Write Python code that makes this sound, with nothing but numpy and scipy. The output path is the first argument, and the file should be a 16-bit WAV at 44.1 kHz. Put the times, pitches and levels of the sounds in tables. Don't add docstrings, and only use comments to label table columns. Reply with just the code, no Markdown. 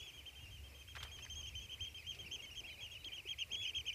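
import sys
import numpy as np
from scipy import signal
from scipy.io import wavfile

SR = 44100
rng = np.random.default_rng(int(sys.argv[2]) if len(sys.argv) > 2 else 0)


def materialize(psi):
    bounded = np.clip(np.atleast_2d(psi).T, -1, 1)
    quanta = np.round(bounded * 32767).astype(np.int16)
    wavfile.write(sys.argv[1], SR, quanta)


def gain_from_db(level_db):
    decades = np.asarray(level_db, float) / 20
    return 10 ** decades


N = 173754

# (start of the held top [s], top pitch [Hz], slide up [s], hold [s],
# slide down [s], level of the held first partial [dB rms], octave partial against the first [dB])
NOTES = [(-0.005, 3370, 0.008, 0.093, 0.018, -56.5, -13.5), (-0.01, 3100, 0.0079, 0.02, 0.02, -55, -8.5),
         (0.029, 3060, 0.008, 0.0035, 0.0079, -50.5, -15), (0.072, 3190, 0.016, 0.029, 0.018, -54, -14.5),
         (0.133, 3250, 0.014, 0.062, 0.02, -59.5, -11), (0.178, 3080, 0.014, 0.025, 0.035, -56.5, -32),
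         (0.264, 3183, 0.0075, 0.03, 0.02, -51, -20.5), (0.356, 3165, 0.016, 0.037, 0.022, -57, -20),
         (0.397, 3240, 0.014, 0.049, 0.032, -64.5, -9), (0.4, 2850, 0.021, 0.063, 0.022, -62.5, -28),
         (0.509, 3216, 0.005, 0.035, 0.011, -61, -14), (0.524, 3150, 0.021, 0.045, 0.018, -60, -17),
         (0.638, 3210, 0.021, 0.043, 0.018, -60, -24), (0.698, 2655.0, 0.022, 0.011, 0.027, -66, -5),
         (0.748, 3205, 0.014, 0.028, 0.0066, -61.5, -12), (0.788, 3190, 0.014, 0.039, 0.03, -61, -8),
         (0.817, 2595.0, 0.011, 0, 0.01, -61, -18), (0.878, 3227, 0.012, 0.046, 0.015, -57, -14.5),
         (0.983, 3224, 0.015, 0.031, 0.026, -53.5, -11), (1.044, 3190, 0.014, 0.039, 0.035, -57.5, -19),
         (1.081, 2550, 0.008, 0.02, 0.015, -64, -11), (1.116, 3255, 0.012, 0.051, 0.019, -53.5, -9.5),
         (1.176, 3070, 0.017, 0.033, 0.015, -59, -13), (1.216, 2755.0, 0.02, 0.015, 0.034, -60.5, -13),
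         (1.224, 3220, 0.014, 0.028, 0.015, -53, -4.5), (1.3, 3190, 0.023, 0.04, 0.015, -49.5, -9),
         (1.356, 3255, 0.014, 0.057, 0.016, -50.5, -4.5), (1.43, 3140, 0.0084, 0.033, 0.024, -51.5, -13),
         (1.471, 3250, 0.014, 0.021, 0.0092, -51.5, -5), (1.477, 2960, 0.025, 0, 0.029, -57, -11),
         (1.554, 3158, 0.033, 0.04, 0.014, -48.5, -12), (1.573, 3000, 0.018, 0.057, 0.023, -74, -2.0),
         (1.599, 3250, 0.014, 0.062, 0.012, -55, -11.5), (1.615, 3044, 0.022, 0.017, 0.038, -60.5, -7),
         (1.696, 3110, 0.012, 0.026, 0.008, -52, -17), (1.716, 3230, 0.008, 0.032, 0.025, -51, -19.5),
         (1.73, 3067, 0.012, 0.014, 0.008, -50, -14.5), (1.846, 2750, 0.014, 0.0067, 0.006, -68, -15),
         (1.874, 2740, 0.014, 0.043, 0.0081, -66, -22), (1.808, 3180, 0.03, 0.043, 0.022, -44, -14.5),
         (1.849, 3250, 0.014, 0.036, 0.03, -50, -29), (1.903, 2900.0, 0.012, 0.0068, 0.013, -68.5, -1),
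         (1.946, 3186, 0.0074, 0.04, 0.057, -51.5, -18.5), (1.985, 2604, 0.015, 0.013, 0.041, -56.5, -8),
         (2.047, 2880, 0.012, 0.023, 0.008, -61.5, -13), (2.068, 3200, 0.026, 0.051, 0.015, -47.5, -14),
         (2.08, 3254, 0.014, 0.042, 0.026, -50.5, -11), (2.15, 2860, 0.005, 0.0043, 0.012, -59, -13),
         (2.128, 2870, 0.004, 0.008, 0.0058, -55, -16), (2.19, 3223, 0.008, 0.028, 0.0055, -50, -14.0),
         (2.213, 3095, 0.024, 0.04, 0.006, -57, -24), (2.267, 2806, 0.023, 0, 0.03, -51.5, -13.5),
         (2.314, 3143, 0.016, 0.043, 0.0051, -48.5, -11.5), (2.321, 3286, 0.014, 0.04, 0.015, -48, -10.5),
         (2.323, 2850.0, 0.016, 0.0019, 0.028, -60, -17), (2.393, 2885, 0.016, 0.0092, 0.025, -52.5, -20),
         (2.424, 3290, 0.007, 0.028, 0.0088, -53, -8.5), (2.44, 2246, 0.005, 0.018, 0.0074, -56, -17),
         (2.462, 3100, 0.0065, 0.039, 0.007, -55.5, -19), (2.519, 2890, 0.018, 0.0099, 0.031, -53, -14),
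         (2.558, 3262, 0.01, 0.045, 0.008, -51.5, -11), (2.575, 3120, 0.024, 0.032, 0.013, -50.5, -11.5),
         (2.655, 2805, 0.021, 0.00061, 0.037, -50, -19), (2.668, 3280, 0.008, 0.033, 0.008, -54.5, -19),
         (2.705, 2485, 0.017, 0.0081, 0.021, -52.5, -17), (2.711, 3080, 0.011, 0.043, 0.005, -57.5, -15.5),
         (2.789, 2525.0, 0.019, 0.0047, 0.043, -55.5, -19), (2.809, 3350, 0.014, 0.033, 0.0102, -52, -14.5),
         (2.826, 3230, 0.014, 0.037, 0.015, -52, -14), (2.842, 2924, 0.021, 0.034, 0.015, -54.5, -31),
         (2.91, 2820, 0.012, 0.013, 0.027, -57, -19), (2.916, 3334, 0.014, 0.027, 0.036, -53.5, -12.0),
         (2.958, 2962, 0.021, 0, 0.031, -50.5, -27), (2.978, 3060, 0.007, 0.044, 0.021, -61, -20),
         (3.047, 3275, 0.014, 0.038, 0.035, -48, -19.5), (3.093, 2445, 0.021, 0.036, 0.0069, -60.5, -22),
         (3.12, 3200, 0.023, 0.018, 0.0084, -52, -40), (3.135, 3270, 0.015, 0.035, 0.019, -51, -13.5),
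         (3.188, 3008, 0.015, 0.00048, 0.023, -48, -23), (3.262, 2600, 0.031, 0.003, 0.024, -56, -17),
         (3.275, 3050, 0.0055, 0.019, 0.006, -50.5, -19), (3.292, 3236, 0.005, 0.038, 0.008, -49, -20),
         (3.287, 3285, 0.008, 0.042, 0.02, -44.5, -17.5), (3.314, 3050, 0.011, 0, 0.006, -51, -23),
         (3.389, 3282, 0.014, 0.031, 0.019, -46, -13.5), (3.404, 3220, 0.022, 0.023, 0.0098, -41.5, -19),
         (3.421, 2880, 0.022, 0.0081, 0.012, -43.5, -31), (3.519, 3230, 0.028, 0.037, 0.0076, -44, -13.5),
         (3.556, 3368, 0.03, 0.11, 0.0063, -46.5, -19.5), (3.522, 3320, 0.012, 0.032, 0.015, -45, -17.5),
         (3.628, 3240, 0.013, 0.028, 0.0045, -49, -10), (3.654, 2960, 0.018, 0.0091, 0.006, -39.5, -24),
         (3.7, 2900, 0.004, 0.0039, 0.011, -47, -32), (3.668, 2560, 0.02, 0.0064, 0.012, -47, -16),
         (3.622, 2740, 0.025, 0.014, 0.026, -53, -32), (3.676, 3193, 0.006, 0.028, 0.004, -44, -15),
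         (3.75, 3288, 0.019, 0.033, 0.0051, -42, -18), (3.765, 3200, 0.0087, 0.045, 0.011, -44.5, -17),
         (3.865, 3250, 0.012, 0.032, 0.012, -46.5, -12.5), (3.882, 3100, 0.013, 0.022, 0.0084, -39.5, -26),
         (3.906, 2403, 0.006, 0.019, 0.006, -52.5, -19), (3.93, 3245, 0.017, 0.0083, 0.01, -47, -13)]
SLIDE_DEPTH, SLIDE_CURVE = 0.3, 1.4
FULL_SLIDE_S = 0.026
BOW, FULL_BOW_S = 0.0351, 0.031
SLIDE_LOSS_DB, OCTAVE_SLIDE_LOSS_DB = 15, 8.5
FOOT = 0.13
WOBBLE, FLUTTER_DB = 0.0048, 1.05
THIRD_DB = -39
# (time [s], slide loss [dB], jump [share of the slide], slide depth [share of the top pitch],
# sag at the end of the hold [share of the top pitch])
SNAP = [(0, 5.4, 0.42, 0.35, 0.028), (1.2, 11, 0.42, 0.35, 0.011), (1.999, 11.2, 0.44, .36, .015),
        (2.6, 4.7, 0.29, 0.36, 0.044), (3.2, 7.6, 0.327, .4, .075), (3.94, 5.7, 0.34, 0.39, 0.071)]
HIGH_REGISTER_HZ = 3040
SNAP_S, SAG_S = 0.0012, 0.00879
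SLIDE_FLUTTER_DB = 3

# (time [s], level against the direct calls [dB])
SCATTER = [(0, -11), (2, -14.5), (3.2, -21), (3.94, -26)]
SCATTER_T60_S, SCATTER_DELAY_S = 0.15, 0.016

FLOCK_PER_S, FLOCK_LOW_HZ, FLOCK_HIGH_HZ = 28, 2296, 2900
FLOCK_DB, FLOCK_SPREAD_DB, FLOCK_SCATTER_DB = -69, 9, -11

# (time [s], level [dB rms])
GUST = [(0, -63), (.3, -66), (.58, -55.5), (.75, -65.5), (1.05, -58), (1.45, -57), (1.6, -54),
        (1.72, -58.5), (1.84, -55.5), (1.95, -62.5), (2.15, -60), (2.27, -59), (2.45, -62.5), (2.9, -62),
        (3.4, -62.5), (3.94, -63)]
# (frequency [Hz], level per Hz [dB])
WIND = [(12, -53), (20, -26.5), (54, 0.5), (75, 3.5), (107, 0.5), (139, -11.5), (178, -16), (274, -27),
        (300, -14.5), (390, -61), (660, -120)]

# (time [s], level [dB rms])
HUM = [(0.0, -70), (0.31, -65.5), (0.48, -61), (1.66, -58.5), (2.48, -84), (2.64, -66.5), (3.92, -81),
       (3.94, -81)]
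HUM_HZ, HUM_WAVER_HZ, HUM_THROB_DB = 74, 4.84, 1

# (frequency [Hz], level per Hz [dB])
AIR = [(120, -27), (200, -8.5), (400, -4.5), (800, -9.5), (1500, -14), (2500, -6), (3600, -15),
       (6300, -15.5), (9000, -17), (15500, -18.5)]
AIR_DB = -64.5

# (time [s], peak level [dB], centre of the band [Hz], width of the band [octaves],
# time to die by 60 dB before the band filter [s])
CLICKS = [(.885, -50.5, 1760, 0.71, 0.0098), (.951, -39, 1920, 1.35, 0.048), (0.959, -44, 2180, 2.6, 0.027),
          (0.965, -37.5, 1560, 1.5, 0.055), (.967, -46, 700, 2.2, 0.037), (1.003, -45.5, 1800, 1.4, 0.2),
          (1.028, -38.5, 1890, 2.1, 0.034), (1.029, -38, 3200, 0.24, 0.015), (1.029, -51, 7900, 2.2, 0.048),
          (1.036, -43, 2200, 3.3, 0.035), (1.047, -47, 1130, 2, 0.13), (1.186, -48, 2000, 1.6, 0.072),
          (1.249, -48.5, 1420, 2.6, 0.048), (1.263, -43.5, 1710, 0.47, 0.028),
          (2.146, -48.5, 3160, 1.6, 0.074), (3.044, -40, 3770, 0.47, 0.024), (2.245, -57, 167, 0.54, 0.024),
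          (3.06, -57.5, 357, 0.8, 0.043), (3.251, -51, 353, 0.42, 0.028)]
CLICK_ATTACK_S = 0.00071

# (start [s], length [s], first pitch [Hz], last pitch [Hz],
# level before the pulsing and fading [dB rms])
TRILLS = [(2.684, .062, 4130, 3700, -66.5), (2.774, 0.026, 3940, 4020, -70), (2.94, 0.022, 3650, 3720, -71),
          (2.988, 0.055, 3760, 4000, -70.5)]
TRILL_PER_S, TRILL_DEPTH, TRILL_JITTER_HZ = 75, 0.9, 70

CUTOFF_HZ = 15300


def rms_one(x):
    return x / np.sqrt(np.mean(x ** 2) + 1e-20)


def drift(rate):
    r = np.exp(-16 * np.pi * rate / SR)
    noise = rng.standard_normal(N // 8 + 4002)
    slow = signal.lfilter([1], [1, -2 * r, r * r], noise)[4000:]
    return np.interp(np.arange(N) / 8, np.arange(len(slow)), rms_one(slow - slow.mean()))


def follow(table):
    return np.interp(np.arange(N) / SR, *np.transpose(table))


def band(x, low_hz, high_hz):
    edges = [low_hz, min(high_hz, 0.45 * SR)]
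    return signal.sosfilt(signal.butter(2, edges, "band", fs=SR, output="sos"), x)


def banded_noise(spectrum, edges, shared_db, own_db, rate, calm_hz):
    hz, db = np.transpose(spectrum)
    white = rng.standard_normal((2, N + SR))
    together, out = drift(rate), 0
    for k, (low, high) in enumerate(zip(edges, edges[1:])):
        level = np.interp(np.log(low * high) / 2, np.log(hz), db)
        flicker = shared_db * together + own_db * drift(rate)
        flicker = flicker / (1 + (low / calm_hz) ** 2)
        settled = band(white[k % 2], low, high)[SR:]
        out = out + gain_from_db(level + flicker) * settled
    return rms_one(out)


def add(out, start, sound):
    a, b = max(start, 0), min(start + len(sound), N)
    out[a:b] += sound[a - start:b - start]


def piping(notes):
    out, wobble, broken = np.zeros(N), drift(68.0), drift(153.0)
    flutter, octave_flutter = drift(37.0), drift(42.0)
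    snap_s, *snap = np.transpose(SNAP)
    turns = rng.random((len(notes), 2))
    for (s, hz, rise, hold, fall, db, octave_db), turn in zip(notes, turns):
        rise, hold, fall = max(rise, 0.003), max(hold, 0), max(fall, 0.003)
        first = int((s - rise) * SR)
        i = np.arange(first, int((s + hold + fall) * SR))
        t = i / SR - s
        at = np.clip(i, 0, N - 1)

        gone = np.clip(np.maximum(-t / rise, (t - hold) / fall), 0, 1)
        slid = gone * np.minimum(np.where(t < 0, rise, fall) / FULL_SLIDE_S, 1)
        outside_s = np.maximum(0, np.maximum(-t, t - hold))
        off = 1 - np.exp(-outside_s / SNAP_S)

        snap_db, jump, depth, sag = [np.interp(s, snap_s, c) * (hz > HIGH_REGISTER_HZ) for c in snap]
        arch = np.clip(2 * t / max(hold, 1e-3) - 1, -1, 1) ** 2
        arch = arch * BOW * min(hold / FULL_BOW_S, 1)
        sink = sag * np.exp(-np.maximum(hold - t, 0) / SAG_S)
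        slide = (depth or SLIDE_DEPTH) * (jump * off + (1 - jump) * slid ** SLIDE_CURVE)
        pitch = hz * (1 - arch - sink - slide + WOBBLE * wobble[at])
        phase = 2 * np.pi * (np.cumsum(pitch) / SR + turn[0])

        odd_level = gain_from_db(FLUTTER_DB * flutter[at] - SLIDE_LOSS_DB * slid)
        tone = odd_level * (np.sin(phase) + gain_from_db(THIRD_DB) * np.sin(3 * phase))
        octave_level = gain_from_db(octave_db + FLUTTER_DB * octave_flutter[at] - OCTAVE_SLIDE_LOSS_DB * slid)
        tone += octave_level * np.sin(2 * phase + 2 * np.pi * turn[1])
        slide_db = off * (SLIDE_FLUTTER_DB * broken[(at + first) % N] - snap_db)
        fade = np.clip((1 - gone) / FOOT, 0, 1)
        add(out, first, np.sqrt(2) * gain_from_db(db + slide_db) * fade * tone)
    return out


def scatter(x, level_db):
    t = np.arange(SR // 2) / SR
    dying = gain_from_db(-60 * t / SCATTER_T60_S)
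    cloud = rng.standard_normal(len(t)) * dying * (t > SCATTER_DELAY_S)
    cloud = cloud / np.sqrt(np.sum(cloud ** 2))
    return gain_from_db(level_db) * signal.fftconvolve(x, cloud)[:N]


def flock():
    notes = []
    chances = rng.random((200, 4))[:int(FLOCK_PER_S * N / SR)]
    for k, (when, length, height, loudness) in enumerate(chances):
        s = (k + when) / FLOCK_PER_S
        hz = FLOCK_LOW_HZ + (FLOCK_HIGH_HZ - FLOCK_LOW_HZ) * height
        db = FLOCK_DB + FLOCK_SPREAD_DB * (2 * loudness - 1)
        notes.append((s, hz, 0.016, 0.0145 * length, 0.024, db, -13))
    far = piping(notes)
    return far + scatter(far, FLOCK_SCATTER_DB)


def wind():
    edges = 20 * 2 ** (np.arange(14) / 3)
    rumble = banded_noise(WIND, edges, shared_db=1.2, own_db=1.5, rate=6.0, calm_hz=900)
    return gain_from_db(follow(GUST)) * rumble


def hum():
    level_db = follow(HUM) + HUM_THROB_DB * drift(9.3)
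    pitch = HUM_HZ + HUM_WAVER_HZ * drift(4.01)
    return np.sqrt(2) * gain_from_db(level_db) * np.sin(2 * np.pi * np.cumsum(pitch) / SR)


def air():
    edges = 150 * 2 ** (np.arange(21) / 3)
    return gain_from_db(AIR_DB) * banded_noise(AIR, edges, shared_db=3.0, own_db=2.05, rate=4.2, calm_hz=920)


def housing():
    out, t = np.zeros(N), np.arange(SR // 4) / SR
    grit = rng.random((len(CLICKS), 2, len(t)))
    for (s, db, hz, octaves, t60), (sign, size) in zip(CLICKS, grit):
        snaps = np.sign(sign - 0.5) * gain_from_db(-2.5 * np.log(size + 0.03))
        snaps = snaps * (1 - np.exp(-t / CLICK_ATTACK_S)) * gain_from_db(-60 * t / t60)
        burst = band(snaps, hz * 2 ** (-octaves / 2), hz * 2 ** (octaves / 2))
        add(out, int(s * SR), gain_from_db(db) * burst / np.abs(burst).max())
    return out


def trills():
    out, jitter = np.zeros(N), TRILL_JITTER_HZ * drift(150.0)
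    for s, length, first_hz, last_hz, db in TRILLS:
        first = int(s * SR)
        t = np.arange(int(length * SR)) / SR
        chop = 1 - TRILL_DEPTH * np.cos(2 * np.pi * TRILL_PER_S * t)
        fade = np.sin(np.pi * t / length) ** 0.29
        pitch = np.interp(t, [0, length], [first_hz, last_hz]) + jitter[first:][:len(t)]
        whistle = np.sin(2 * np.pi * np.cumsum(pitch) / SR)
        add(out, first, np.sqrt(2) * gain_from_db(db) * chop * fade * whistle)
    return out


def scene():
    birds = piping(NOTES) + trills()
    echoes = scatter(birds, follow(SCATTER))
    mix = birds + echoes + flock() + wind() + hum() + air() + housing()
    return mix[None]


def roll_off(x):
    return signal.sosfilt(signal.butter(12, 15760, fs=SR, output="sos"), x)


def record(dry):
    low_pass = signal.ellip(12, 0.5, 70, CUTOFF_HZ, fs=SR, output="sos")
    mix = signal.sosfilt(low_pass, dry)
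    return roll_off(mix)


dry = scene()
out = record(dry)
materialize(out)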